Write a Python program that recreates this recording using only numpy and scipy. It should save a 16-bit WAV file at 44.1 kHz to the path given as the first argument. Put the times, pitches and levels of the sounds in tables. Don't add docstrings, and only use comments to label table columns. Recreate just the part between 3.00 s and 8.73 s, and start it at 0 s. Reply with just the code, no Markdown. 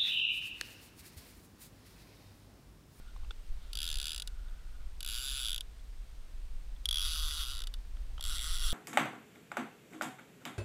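import sys
import numpy as np
from scipy import signal
from scipy.fft import rfft, irfft, next_fast_len
from scipy.io import wavfile
from scipy.ndimage import uniform_filter1d, map_coordinates

SR = 44100
rng = np.random.default_rng(int(sys.argv[2]) if len(sys.argv) > 2 else 0)


def volts_from_db(level):
    exponent = np.asarray(level, float) / 20
    return 10 ** exponent


def log_audio(samples):
    frames = np.atleast_2d(samples).T
    limited = np.clip(frames, -1, 1)
    pcm = np.round(limited * 32767).astype(np.int16)
    wavfile.write(sys.argv[1], SR, pcm)


N = 252693
CLICK_SAMPLES = 1600

# frequency in Hz, density in dB per Hz.
HISS_SPECTRUM = [(47, -32), (80, 5.5), (178, -0.5), (400, -7), (1100, -10.5), (1800, -12), (4000, -13.5),
                 (7000, -19), (9600, -22.5), (13000, -24), (15200, -25.5), (16400, -28)]
# time in seconds, level in dB.
HISS_LEVEL = [(0, -63), (.7, -61.5), (1.6, -63), (2.7, -63), (3.3, -63), (3.8, -63), (4.9, -62.5),
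              (5.73, -60.5)]
# frequency in Hz, density in dB per Hz.
RUMBLE_SPECTRUM = [(7.1, -70), (12, 5.5), (27, 1.5), (42, 0), (62, -8.5), (81, -25.5), (100, -26.5),
                   (130, -36.5), (220, -120)]
# time in seconds, level in dB.
WIND_LEVEL = [(0.0, -47.5), (0.19, -38), (0.41, -49), (0.51, -34), (0.62, -43), (0.92, -35.5),
              (1.15, -42.5), (1.48, -38.5), (1.6, -43), (2.07, -38), (2.62, -44), (3.5, -40.5), (3.8, -40),
              (4.12, -34.5), (4.55, -35), (4.68, -40), (5.3, -36), (5.73, -33.5)]
# start in seconds, length in seconds, seat band in dB, plate band in dB.
LINE_RUBS = [
    (0.0, 0.16, -71.5, -76),
    (0.2, 0.08, -73, -77),
    (0.6, 0.18, -75, -70.5),
    (1.25, 0.65, -71.5, -81),
]
# time in seconds, low mode peak in dB, low mode in Hz,
# high mode level in dB, high mode in Hz.
TACKLE_TAPS = [
    (0.163, -29.5, 1030, -68, 2570),
    (0.234, -34, 1000, -68, 3230),
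    (0.247, -37, 1000, -58, 2700),
    (0.308, -29, 1400, -41.5, 3600),
    (1.484, -71, 1420, -59, 3650),
    (2.794, -62, 600, -62, 3430),
    (3.763, -67, 1470, -59, 3460),
    (4.969, -45.5, 1340, -59, 3330),
    (5.18, -36, 1330, -47.5, 3100),
    (5.195, -27, 880, -47, 3260),
]
# frequency in Hz, density in dB per Hz.
SCRAPE_SPECTRUM = [(200, -38), (400, 1.5), (900, -3), (2000, -7), (3500, -3.5), (7000, -15.5), (10000, -28)]
# delay in seconds, level in dB.
REFLECTIONS = [(.0026, -18), (.0047, -15.5), (.0085, -36)]

# frequency in Hz, decay time t60 in seconds, then the level in dB in each of runs 1 to 4.
SEAT_MODES = [(1257, 0.014, -11, -12, 9.5, 8.5), (1380.5, 0.053, -2.5, -8.5, 4.5, 4.5),
              (1467, 0.025, -1, 1.5, 1, -1.5), (1698, 0.043, -2, -13, -16, -11),
              (2007, 0.008, -2, -27, 5.5, 11.5)]
PLATE_MODES = [(2640, 0.018, -11, -5.5, -12.5, -19), (2905, 0.022, -7, 2, -6, -6.5),
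               (3330, 0.022, 1.5, 4, 1, -4), (3510, 0.016, -4, 5.5, -1, -3), (3665, 0.022, -2, 4, -2, -5),
               (3904, 0.019, -11, -2.5, -8, -8)]
UPPER_PLATE_MODES = [(4470, 0.014, -5, 3, 1.5, 4.5), (4777, 0.02, -1, 2.5, -0.5, -5),
                     (4860, 0.014, -13, -2, -2.5, -2), (5590, 0.029, -28, -2, -4.5, -1),
                     (5936, 0.016, -8.5, -15, -3.5, -3), (6470, 0.029, -20, -7, -15, -22),
                     (7230, 0.0056, -0.5, 7, -5, -21), (7564, 0.012, -6.5, 5.5, -5, 3),
                     (8160, 0.014, -11, -7, -7, 0)]
SPRING_MODES = [(9440, 0.016, -10, -14, -8, -8), (10040, 0.015, -5, -3, 1, 1),
                (10490, 0.012, -1, 1, -5, -4), (11350, 0.012, -15, -16, -4, -6),
                (11670, 0.0046, -5, -3, -18, -7), (12030, 0.0058, -12, -4, -19, -6),
                (12650, 0.006, -8, -11, -1, -3), (14100, 0.0062, -15, -18, -29, -17),
                (14200, .009, -26, -18, -18, -18)]
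# frequency in Hz, density in dB per Hz.
CRACK_SPECTRUM = [(2200, -40), (2700, -0.5), (3400, 4), (5500, -5), (10000, -10), (13500, -17),
                  (15200, -5.5), (16300, -30)]
# time in seconds, speed in teeth per second.
SPOOL_SPEED = [
    [(0.7315, 41.1), (0.849, 88.8), (0.949, 68.7), (0.988, 67.6), (1.107, 82.6), (1.18, 52.7),
     (1.215, 47.7), (1.2211, 18)],
    [(2.0059, 37.4), (2.045, 58.1), (2.121, 114.7), (2.258, 135.6), (2.39, 138.4), (2.479, 105.3),
     (2.535, 68.2), (2.59, 46.2), (2.6076, 8.2)],
    [(3.8557, 20.9), (3.919, 58), (4.012, 94.8), (4.072, 161.3), (4.361, 145.9), (4.407, 217.2),
     (4.445, 113.6), (4.513, 145.9), (4.6721, 16)],
    [(5.209, 51), (5.36, 195.4), (5.386, 94.9), (5.462, 158), (5.546, 189.6), (5.585, 91.1), (5.642, 191.7),
     (5.654, 252.1), (5.7237, 122.2)],
]
CREEPING_TEETH = [1.2746, 4.7395]
# time in seconds, energy of one click in dB.
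PAWL_LANDING = [
    [(0.732, -19.5), (0.76, -13), (0.877, -13), (0.928, -15.5), (1.093, -13.5), (1.17, -17), (1.221, -15),
     (1.275, -21)],
    [(2.006, -15), (2.088, -12.5), (2.2, -15), (2.25, -15), (2.37, -14.5), (2.516, -11), (2.608, -12)],
    [(3.856, -4.5), (3.91, -4), (3.96, -4.5), (4.083, -14.5), (4.38, -17.5), (4.435, -13.5), (4.491, -19.5),
     (4.672, -18.5), (4.739, -19.5)],
    [(5.209, -15), (5.239, -13.5), (5.334, -18.5), (5.402, -14), (5.449, -17.5), (5.543, -20.5),
     (5.584, -15.5), (5.636, -17), (5.724, -14.5)],
]
# rod seat in dB,
# upper plate in dB, pawl spring in dB, main plate mode in dB.
PART_LEVELS = [(-30.5, -18, -20, -1.5), (-31, -20, -18.5, -0.5), (-28.5, -16, -17.5, 1),
               (-27.5, -20, -21, 5)]
LANDING_GAIN = (0.014, 0.15, 0.38, 0.78)
OCTAVE_GAIN = (1.5, 0.45, 0.15, 0)
TURN_AWAY = (1.5, -1, -8.5, 1)


def unit(x):
    return x / np.sqrt(np.mean(x ** 2) + 1e-20)


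def curve(rows, off_db=-120):
    s, db = np.transpose(rows)
    return volts_from_db(np.interp(np.arange(N) / SR, s, db, off_db, off_db))


def noise(spectrum):
    m = next_fast_len(N + 8192)
    hz, db = np.transpose(spectrum)
    log_hz = np.log(np.fft.rfftfreq(m, 1 / SR) + 1)
    gain = volts_from_db(np.interp(log_hz, np.log(hz + 1), db, -120, -120))
    return unit(irfft(rfft(rng.standard_normal(m)) * gain, m)[:N])


def wobble(rate):
    knots = rng.standard_normal(int(N * rate / SR) + 4)
    return map_coordinates(knots, [np.arange(N) * rate / SR])


def laid(times, rows):
    at = np.round(times * SR).astype(int)[:, None] + np.arange(CLICK_SAMPLES)
    return np.bincount(at.ravel(), rows.ravel(), N + CLICK_SAMPLES)[:N]


def camera():
    frame_hz, frame_phase = 59.94, 1.1
    frames = (1 + np.cos(2 * np.pi * frame_hz * np.arange(N) / SR + frame_phase)) ** 2.3
    whine_hz = 8420 + 90 * wobble(70)
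    whine = np.sin(2 * np.pi * np.cumsum(whine_hz) / SR)
    buzz = volts_from_db(-80.0 + 1.4 * wobble(40)) * unit(frames * whine)
    return curve(HISS_LEVEL) * noise(HISS_SPECTRUM) + buzz


def wind():
    last = volts_from_db(-27) * np.exp(-((np.arange(N) / SR - 5.732) / 0.018) ** 2)
    rumble = unit(volts_from_db(0.8 * wobble(27)) * noise(RUMBLE_SPECTRUM))
    return curve(WIND_LEVEL) * rumble + last


def line():
    seat = noise([(1200, -16), (1380, -15.0), (1430, -5.5), (1490, -13), (1700, -23)])
    plate = noise([(2600, -14), (3200, -5), (3700, -3), (4200, -14), (5000, -12)])
    edge_s = 0.051
    t = np.arange(N) / SR
    seat_rub, plate_rub = np.zeros(N), np.zeros(N)
    for start, length, seat_db, plate_db in LINE_RUBS:
        inside_s = np.minimum(t - start, start + length - t)
        contact = np.clip(inside_s / edge_s + 0.5, 0, 1)
        seat_rub += contact * volts_from_db(seat_db)
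        plate_rub += contact * volts_from_db(plate_db)
    return volts_from_db(2.4 * wobble(34.9)) * (seat_rub * seat + plate_rub * plate)


def taps():
    s, low_db, low_hz, high_db, high_hz = np.transpose(TACKLE_TAPS)[:, :, None]
    t = np.arange(CLICK_SAMPLES) / SR
    rise = 1 - np.exp(-t / 0.0018)
    on_hull = low_hz < 1150
    low_t60 = np.where(on_hull, 0.006, 0.013)
    low = volts_from_db(low_db - 60 * t / low_t60) * np.sin(2 * np.pi * low_hz * t)
    high = volts_from_db(high_db + 18 - 60 * t / 0.0084) * np.sin(2 * np.pi * high_hz * t)
    scrape_db = np.maximum(high_db, low_db - 7.5) + np.where(on_hull, -15.5, -3)
    scrape = volts_from_db(scrape_db - 60 * t / 0.024) * rise
    return laid(s[:, 0], (low + high) * rise) + noise(SCRAPE_SPECTRUM) * laid(s[:, 0] - 0.0012, scrape)


def tooth_times(rows):
    s, rate = np.transpose(rows)
    t = np.arange(s[0], s[-1], 1 / SR)
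    passed = np.cumsum(np.interp(t, s, rate)) / SR
    return np.interp(np.arange(round(passed[-1]) + 1), passed, t)


def rings(modes, run, level_db, lag_s, rise_s, loose, main_db=None):
    drift_db, drift_rad, drift_pitch = 1.5, 0.45, 0.004
    scatter_db, scatter_rad, scatter_pitch = 1.3, 0.4, 0.005
    hz, t60 = np.transpose(modes)[:2]
    db = np.array(modes)[:, 2:].T[run]
    if main_db is not None:
        db[:, 2] += main_db
    t = np.maximum(np.arange(CLICK_SAMPLES) / SR - lag_s, 0)
    decay = volts_from_db(-60 * t / t60[:, None]) * (1 - np.exp(-t / rise_s))
    luck = rng.standard_normal((*db.shape, 5))
    slow = unit(uniform_filter1d(luck[..., 2:], size=9, axis=0))
    size = volts_from_db(db + loose * drift_db * slow[..., 0] + loose * scatter_db * luck[..., 0])
    energy = size ** 2 @ np.sum(decay ** 2, axis=1) / 2
    size = volts_from_db(level_db)[:, None] * size / np.sqrt(energy)[:, None]
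    pitch = hz * (1 + drift_pitch * slow[..., 2] + loose ** 2 * scatter_pitch * luck[..., 3])
    offset = drift_rad * slow[..., 1] + loose * scatter_rad * luck[..., 1]
    phase = 2 * np.pi * pitch[..., None] * t + offset[..., None]
    return np.einsum("bm,mt,bmt->bt", size, decay, np.sin(phase.astype(np.float32)))


def crack(s, run, plate_db, upper_db):
    alike = 0.55
    t = np.arange(CLICK_SAMPLES) / SR
    puff = (volts_from_db(-60 * t / 0.019) + 0.022 * volts_from_db(-60 * t / 0.043)) * (1 - np.exp(-t / 0.00021))
    puffs = volts_from_db(plate_db + 1.16 * upper_db - 20.5)[:, None] * puff
    patterns = noise(CRACK_SPECTRUM)[:len(SPOOL_SPEED) * CLICK_SAMPLES].reshape(-1, CLICK_SAMPLES)
    repeated = laid(s, np.sqrt(alike) * patterns[run] * puffs)
    return repeated + np.sqrt(1 - alike) * noise(CRACK_SPECTRUM) * laid(s, puffs)


def clicker():
    s = np.sort(np.concatenate([tooth_times(rows) for rows in SPOOL_SPEED] + [CREEPING_TEETH]))
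    run = np.searchsorted([rows[0][0] for rows in SPOOL_SPEED], s, "right") - 1
    speed = np.interp(s, *np.transpose(np.concatenate(SPOOL_SPEED)))
    octaves = np.log2(speed / 100)
    plate = np.interp(s, *np.transpose(np.concatenate(PAWL_LANDING)))
    usual_db = -15
    parts = np.array(PART_LEVELS)[run]
    parts = parts + np.outer(plate - usual_db, LANDING_GAIN) + np.outer(octaves, OCTAVE_GAIN)
    since_start = s - s[np.searchsorted(run, run)]
    parts[:, 1:3] += (np.array(TURN_AWAY)[run] * since_start)[:, None]
    parts[np.isin(s, CREEPING_TEETH), 3] += -19
    seat, upper, spring, main = (parts - np.outer(plate, [1, 1, 1, 0])).T
    plate = plate + 0.95 * rng.standard_normal(len(s))
    s = s - 0.0002 + 0.00004 * rng.standard_normal(len(s))
    sound = rings(PLATE_MODES, run, plate - 1.5, lag_s=0.000496, rise_s=0.00043, loose=1.0, main_db=1.26 * main)
    sound += rings(SEAT_MODES, run, plate + seat - 1.5, lag_s=0.001327, rise_s=0.00086, loose=2.27)
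    sound += rings(UPPER_PLATE_MODES, run, plate + upper - 2.5, lag_s=0.000335, rise_s=0.00031, loose=1.4)
    sound += rings(SPRING_MODES, run, plate + spring - 2.5, lag_s=0.0001, rise_s=0.00028, loose=1.1)
    return laid(s, sound) + crack(s, run, plate, upper)


def nearby(x):
    dull = uniform_filter1d(x, size=3)
    return x + sum(volts_from_db(db) * np.pad(dull, (round(s * SR), 0))[:N] for s, db in REFLECTIONS)


def scene():
    return (camera() + wind() + line() + nearby(taps() + clicker()))[None]


def roll_off(x):
    return signal.sosfilt(signal.butter(12, 16520, fs=SR, output="sos"), x)


def record(dry):
    top = signal.butter(N=8, Wn=15300, fs=SR, output="sos")
    return roll_off(signal.sosfilt(top, dry))


dry = scene()
out = record(dry)
log_audio(out)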